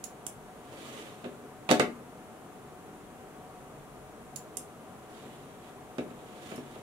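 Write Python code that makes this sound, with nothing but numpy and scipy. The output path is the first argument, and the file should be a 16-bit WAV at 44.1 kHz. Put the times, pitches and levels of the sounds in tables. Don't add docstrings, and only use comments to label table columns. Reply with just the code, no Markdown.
import sys
import numpy as np
from scipy import signal
from scipy.fft import rfft, irfft, next_fast_len
from scipy.io import wavfile
from scipy.ndimage import uniform_filter1d

SR = 44100
rng = np.random.default_rng(int(sys.argv[2]) if len(sys.argv) > 2 else 0)


def natural_amplitude(level_db):
    exponent = np.asarray(level_db, float) / 20
    return 10 ** exponent


def dump_mix(stems):
    frames = np.atleast_2d(stems).T
    limited = np.clip(frames, -1, 1)
    pcm = np.round(limited * 32767).astype(np.int16)
    wavfile.write(sys.argv[1], SR, pcm)


N = 300938

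# frequency [Hz], level [dB], decay time t60 [s].
DESK_MODES = [(95.8, -19.5, 0.22), (141.4, -10, 0.17), (187, -8, 0.18), (239.8, 0.5, 0.23),
              (259, -5.5, 0.094), (302.2, -2, 0.22), (366, 5, 0.066), (413.5, -1.5, 0.16), (459, 1.5, 0.12),
              (519, 3, 0.062), (600, 1.5, 0.077), (653, -4, 0.093), (724.5, 0, 0.099), (800, -8.5, 0.13),
              (874, -1, 0.056), (944, -22, 0.054)]


def evened(x):
    return x / np.sqrt(np.mean(x ** 2) + 1e-20)


def read(points, hz):
    f, value = np.transpose(points)
    return np.interp(np.log(hz + 1), np.log(f + 1), value)


def coloured(x, points):
    length = x.shape[-1]
    size = next_fast_len(length)
    gain = natural_amplitude(read(points, np.fft.rfftfreq(size, 1 / SR)))
    return irfft(rfft(x, size) * gain, size)[..., :length]


def whitened(x, size=3):
    spectrum = rfft(x, 2 * len(x))
    power = uniform_filter1d(abs(spectrum) ** 2, size=size)
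    return irfft(spectrum / power ** .5)[:len(x)]


def add(mix, s, sound):
    part = mix[..., round(s * SR):][..., :sound.shape[-1]]
    part += sound[..., :part.shape[-1]]


def ring(modes, seconds, spread=0.):
    t = np.arange(round(seconds * SR)) / SR
    hz, db, t60 = np.transpose(modes)[:, :, None]
    phase = np.pi * np.arange(len(hz))[:, None]
    phase = phase + spread * rng.standard_normal(hz.shape)
    swing = np.sin(2 * np.pi * hz * t + phase) - np.sin(phase) * np.exp(-hz * t)
    x = (natural_amplitude(db - 60 * t / t60) * swing).sum(0)
    return x / abs(x).max()


def burst(seconds, t60, spiky=1.59):
    t = np.arange(round(seconds * SR)) / SR
    x = rng.standard_normal(len(t))
    x *= abs(x) ** spiky * natural_amplitude(-60 * t / t60)
    return x / np.linalg.norm(x)


def air(spectrum, db, patchy_db):
    # frequency [Hz], correlation [-1 to 1].
    likeness = [(60, 0.3), (150, 0.87), (380, 0.89), (950, 0.75), (2380, 0.11), (5980, 0.01),
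                (15000, 0.0675)]
    # frequency [Hz], left over right [dB].
    balance = [(60, 1.0), (150, 1.0), (380, 2.9), (950, 1.16), (2380, 0.95), (5980, 1.3), (15000, 1.1)]
    frames, hz = N // 512 + 5, np.fft.rfftfreq(2048, 1 / SR)
    a, b, c, d, patches = rng.standard_normal((frames, 1025, 5)).T
    patches = evened(uniform_filter1d(uniform_filter1d(patches, 20, 0), 8, 1))
    same = np.clip(read(likeness, hz), -1, 1)[:, None]
    left = a + 1j * b
    right = same * left + np.sqrt(1 - same ** 2) * (c + 1j * d)
    right = right * np.exp(2j * np.pi * hz * 3.97 / SR)[:, None]
    lean = natural_amplitude(read(balance, hz) / 2)[:, None]
    z = np.array([left * lean, right / lean])
    z = z * natural_amplitude(read(spectrum, hz)[:, None] + patchy_db * patches)
    x = signal.istft(z, nperseg=2048, noverlap=1536)[1][:, :N]
    return natural_amplitude(db) * x / np.sqrt(np.mean(x.mean(0) ** 2))


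def room_tone():
    # frequency [Hz], density [dB per Hz].
    murmur = [(41, -37.5), (70, -9), (199, -3), (230, -0.5), (321, -7.5), (411, -1.5), (542, -7.5),
              (648, -3.5), (693, -16.5), (724, 3.5), (783, -10.5), (1000, -11.5), (1300, -32), (2200, -120)]
    return air(murmur, -50.5, patchy_db=0.64)


def recorder_hiss():
    # frequency [Hz], density [dB per Hz].
    self_noise = [(590, -18), (1000, -4), (1060, -5), (1160, -2.5), (1620, -9), (1860, -11.5),
                  (3080, -16.5), (4970, -24.5), (6820, -20), (10100, -20), (15100, -28.5), (15800, -29),
                  (16400, -50)]
    # frequency [Hz], gain [dB].
    upper_edge = [(15750, 0), (15900, -60)]
    return coloured(air(self_noise, -57.5, patchy_db=0.29), upper_edge)


def fan():
    # frequency [Hz], width [Hz], level [dB].
    tones = [(757, 19, -66), (418, 37, -66), (301, 34, -62), (186, 24, -74.5), (139.6, 14, -61.5),
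             (10500, 60, -86)]
    t, out = np.arange(N) / SR, np.zeros((2, N))
    for hz, width, db in tones:
        r = np.exp(-np.pi * width / SR)
        noise = rng.standard_normal(N) + 1j * rng.standard_normal(N)
        wobble = signal.lfilter([1], [1, -r], noise)
        tone = evened((wobble * np.exp(2j * np.pi * hz * t)).real)
        out += natural_amplitude(db) * np.array([np.roll(tone, 4), 0.935 * tone])
    return out


def draught():
    # peak time [s], level [dB].
    gusts = [
        (0.42, -66),
        (1.77, -70),
        (3.1, -65),
        (3.45, -76),
        (3.85, -60),
        (4.27, -64),
        (5.4, -68),
        (6.15, -70),
        (6.8, -70),
    ]
    calm_db, fade_db_per_s = -80, 54.5
    lumps = rng.standard_normal((2, N)) + 1.1 * rng.standard_normal(N)
    lumps = coloured(lumps, [(15, -33), (30, 1), (45, 6), (65, -1), (120, -63)])
    t = np.arange(N) / SR
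    swell = sum(natural_amplitude(db - fade_db_per_s * abs(t - s)) for s, db in gusts)
    return evened(lumps) * (natural_amplitude(calm_db) + swell)


def stroke(t, s, rise, hold, fall, db):
    rest_db = -24
    slack = np.maximum((s - t) / rise, (t - s - hold) / fall)
    return db + rest_db * np.maximum(slack, 0)


def slides():
    # full speed reached [s], speeding up [s], holding [s],
    # slowing down [s], scrape level at full speed [dB].
    strokes = [
        (0.789, 0.27, 0.25, 0.33, -55.5),
        (5.14, .17, .02, 1, -62.5),
        (5.64, .1, 0.052, 0.0335, -64.5),
        (5.96, .2, 0.0088, .03, -72),
        (6.50, 0.44, 0.016, .2, -55),
        (6.76, 0.62, 0.009, .15, -62),
    ]
    # frequency [Hz], density [dB per Hz].
    scrape_colour = [(710, -33), (1200, 3.5), (1520, -7), (1700, 0), (2040, -0.5), (3450, -0.5),
                     (5000, -14), (6500, -43.5), (11000, -120)]
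    # frequency [Hz], density [dB per Hz].
    hiss_colour = [(2650, -27), (4500, -3), (6190, 1.5), (7610, 2), (11500, -5), (15100, -13), (16000, -20)]
    slips = rng.standard_normal((3, N)) * natural_amplitude(2.5 * rng.exponential(1, (3, N)))
    slips *= natural_amplitude(2.0 * evened(uniform_filter1d(rng.standard_normal(N), 500)))
    scrape = evened(coloured(slips[0], scrape_colour))
    hiss = evened(coloured(slips[1], hiss_colour))
    rumble = evened(signal.oaconvolve(slips[2], ring(DESK_MODES, .3, spread=2.88))[:N])
    t = np.arange(N) / SR
    db = np.max([stroke(t, *row) for row in strokes], axis=0)
    pace_db = np.clip(db + 56, -25, 5)
    mix = natural_amplitude(5.0) * scrape + natural_amplitude(-1.0 + 0.1 * pace_db) * hiss + natural_amplitude(5.5 - 0.1 * pace_db) * rumble
    return natural_amplitude(db) * mix


def knocks():
    # start [s], thud level [dB], clack over thud [dB],
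    # tick over clack [dB], settling time [ms].
    landings = [(1.2420, -38.5, -11, -12, 42), (1.2580, -36, -19, -12, 31), (1.6900, -28, -2.5, -11.5, 79),
                (1.7040, -21.5, -18.5, 3.5, 65), (1.712, -15.5, -9, -3.5, 46),
                (1.7966, -16.5, -11, -4.5, 38), (5.2550, -44, -20, -18, 53), (5.9830, -26.5, -16, -5, 42),
                (6.1900, -47.5, -11.5, -13, 31), (6.5160, -34.5, -15.5, -13, 32),
                (6.578, -36.5, -19, -11, 33), (6.756, -44.5, -13.5, -11.5, 27), (6.1040, -46, -13, -14, 30)]
    # frequency [Hz], level [dB], decay time t60 [s].
    base_modes = [(1045, -4.5, 0.0081), (1250, 1.5, 0.0091), (1580, -4.5, 0.0098), (1765, -4.5, 0.014),
                  (2080, -0.5, 0.0071), (2230, 1.5, 0.0081), (2630, 0.5, 0.006), (3250, -7, 0.0076),
                  (3270, -7, 0.0094), (3790, -2, 0.0038), (5200, -25, 0.0017)]
    tick_colour = [(2000, -3), (4500, 5.5), (8000, 1.5), (11000, -6.0), (16000, -21)]  # Hz, dB
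    lead = 64
    out = np.zeros(N)
    for s, thud_db, clack_db, tick_db, settle_ms in landings:
        tilt_db = 1.02 * (clack_db + 13)
        board = [(hz, db + tilt_db * np.log2(hz / 400), t60) for hz, db, t60 in DESK_MODES]
        thud = ring(board, .4, spread=1.34)
        thud *= 1 - 0.77 * np.exp(-np.arange(len(thud)) / (0.003 * SR))

        rattle = burst(0.28, settle_ms / 1000 + 0.0088, spiky=0.76)
        rattle[0] += .25
        clack = np.convolve(whitened(rattle, size=25), ring(base_modes, .05, spread=0.36))

        contact = 1.3 * whitened(burst(0.0029, 0.025, spiky=0.95))
        settling = settle_ms / 70 * burst(0.084, 0.029, spiky=1.0)
        tick = coloured(np.concatenate([np.zeros(lead), contact, settling]), tick_colour)

        add(out, s, natural_amplitude(thud_db + 6.0) * thud / abs(thud).max())
        add(out, s, natural_amplitude(thud_db + clack_db + 15.5) * clack / abs(clack).max())
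        add(out, s - lead / SR, natural_amplitude(thud_db + clack_db + tick_db + 18.5) * tick / abs(tick).max())
    return out


def switch():
    # start [s], level [dB], bounce delay [ms], bounce [dB], chatter [dB].
    snaps = [
        (0.04, -28, 3.0, 7, 0),
        (0.2655, -25.5, 2.87, -14, 7),
        (4.3599, -29.5, 2.8, 2.5, 2),
        (4.57, -25, 4.1, -6.5, 3),
        (6.559, -39, 4.3, 0, 2),
    ]
    kinds = [0, 1, 0, 1, 2]
    # frequency [Hz], level [dB], decay time t60 [s].
    shells = [
        [(1900, -15, .002), (2900, -10, 0.0023), (4200, -5, 0.0022), (5670, -9, 0.0041), (6900, -1, 0.0076),
         (7540, -3, 0.0058), (8300, -10, 0.0056), (10350, -3, 0.0052), (13000, -11, .003), (15330, -11, 0.0028)],
        [(2300, -15, .002), (3330, -6.5, 0.0022), (4800, -8, 0.002), (6230, 0, 0.0023), (7480, 0, 0.0057),
         (8820, 1, 0.0065), (10000, -0.5, 0.0034), (10810, 1, 0.0047), (13350, -10, 0.0026),
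         (14900, -13, 0.00274)],
        [(5440, -12, .025), (7000, -6, .003), (8950, -4, .003), (10960, -4, .003), (13000, -7, .003)],
    ]
    out = np.zeros(N)
    for (s, db, gap_ms, bounce_db, chatter_db), kind in zip(snaps, kinds):
        drive = natural_amplitude(chatter_db) * burst(0.0051, 0.064, spiky=1.0)
        add(drive, 0, 1.12 * burst(0.002, 0.021, spiky=0.32))
        add(drive, gap_ms / 1000, natural_amplitude(bounce_db) * burst(.001, 0.00138))
        drive = whitened(drive)
        drive[0] += .45
        snap = np.convolve(drive, ring(shells[kind], .04, spread=0.15))
        add(out, s, natural_amplitude(db + 6.0) * snap / abs(snap).max())
    return out


def ports(x):
    # frequency [Hz], gain [dB].
    shadow = [(200, 1), (700, -0.5), (2000, -13), (5000, -21), (12000, -28)]
    return np.array([np.roll(coloured(x, shadow), 10), x])


def room(x):
    # frequency [Hz], decay time t60 [s].
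    decay = [(200, 0.45), (800, 0.3), (2500, 0.24), (6000, 0.2), (10000, .2), (15000, 0.23)]
    taps = np.zeros((2, SR // 2))
    at = np.arange(200, SR // 2 - 20, 20) + rng.integers(0, 20, (2, (SR // 2 - 201) // 20))
    np.put_along_axis(taps, at, rng.choice([-1., 1.], at.shape), 1)
    taps[1] = taps[0] + coloured(taps[1] - taps[0], [(150, -15.0), (500, -7.0), (1500, 0.5)])
    taps[1] *= natural_amplitude(-1.5)
    hz, t, z = signal.stft(taps, SR, nperseg=256)
    tail = signal.istft(z * natural_amplitude(-60 * t / read(decay, hz)[:, None]), SR, nperseg=256)[1]
    return signal.fftconvolve(x[None], tail / np.linalg.norm(tail[0]), axes=1)[:, :N]


def scene():
    # frequency [Hz], gain [dB].
    near_colour = [(15, -36), (40, -29), (90, -13.5), (150, -2), (220, -1), (16200, 1.5), (16400, -60)]
    click, knock, slide = switch(), knocks(), slides()
    echoes = room(natural_amplitude(-6.5) * click + natural_amplitude(-5.0) * knock + natural_amplitude(-3.5) * slide)
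    near = coloured(ports(click + knock + slide) + echoes, near_colour)
    return near + room_tone() + recorder_hiss() + fan() + draught()


def band_limit(x):
    return signal.sosfilt(signal.butter(12, 16630, fs=SR, output="sos"), x)


def record(dry):
    return band_limit(dry)


dry = scene()
out = record(dry)
dump_mix(out)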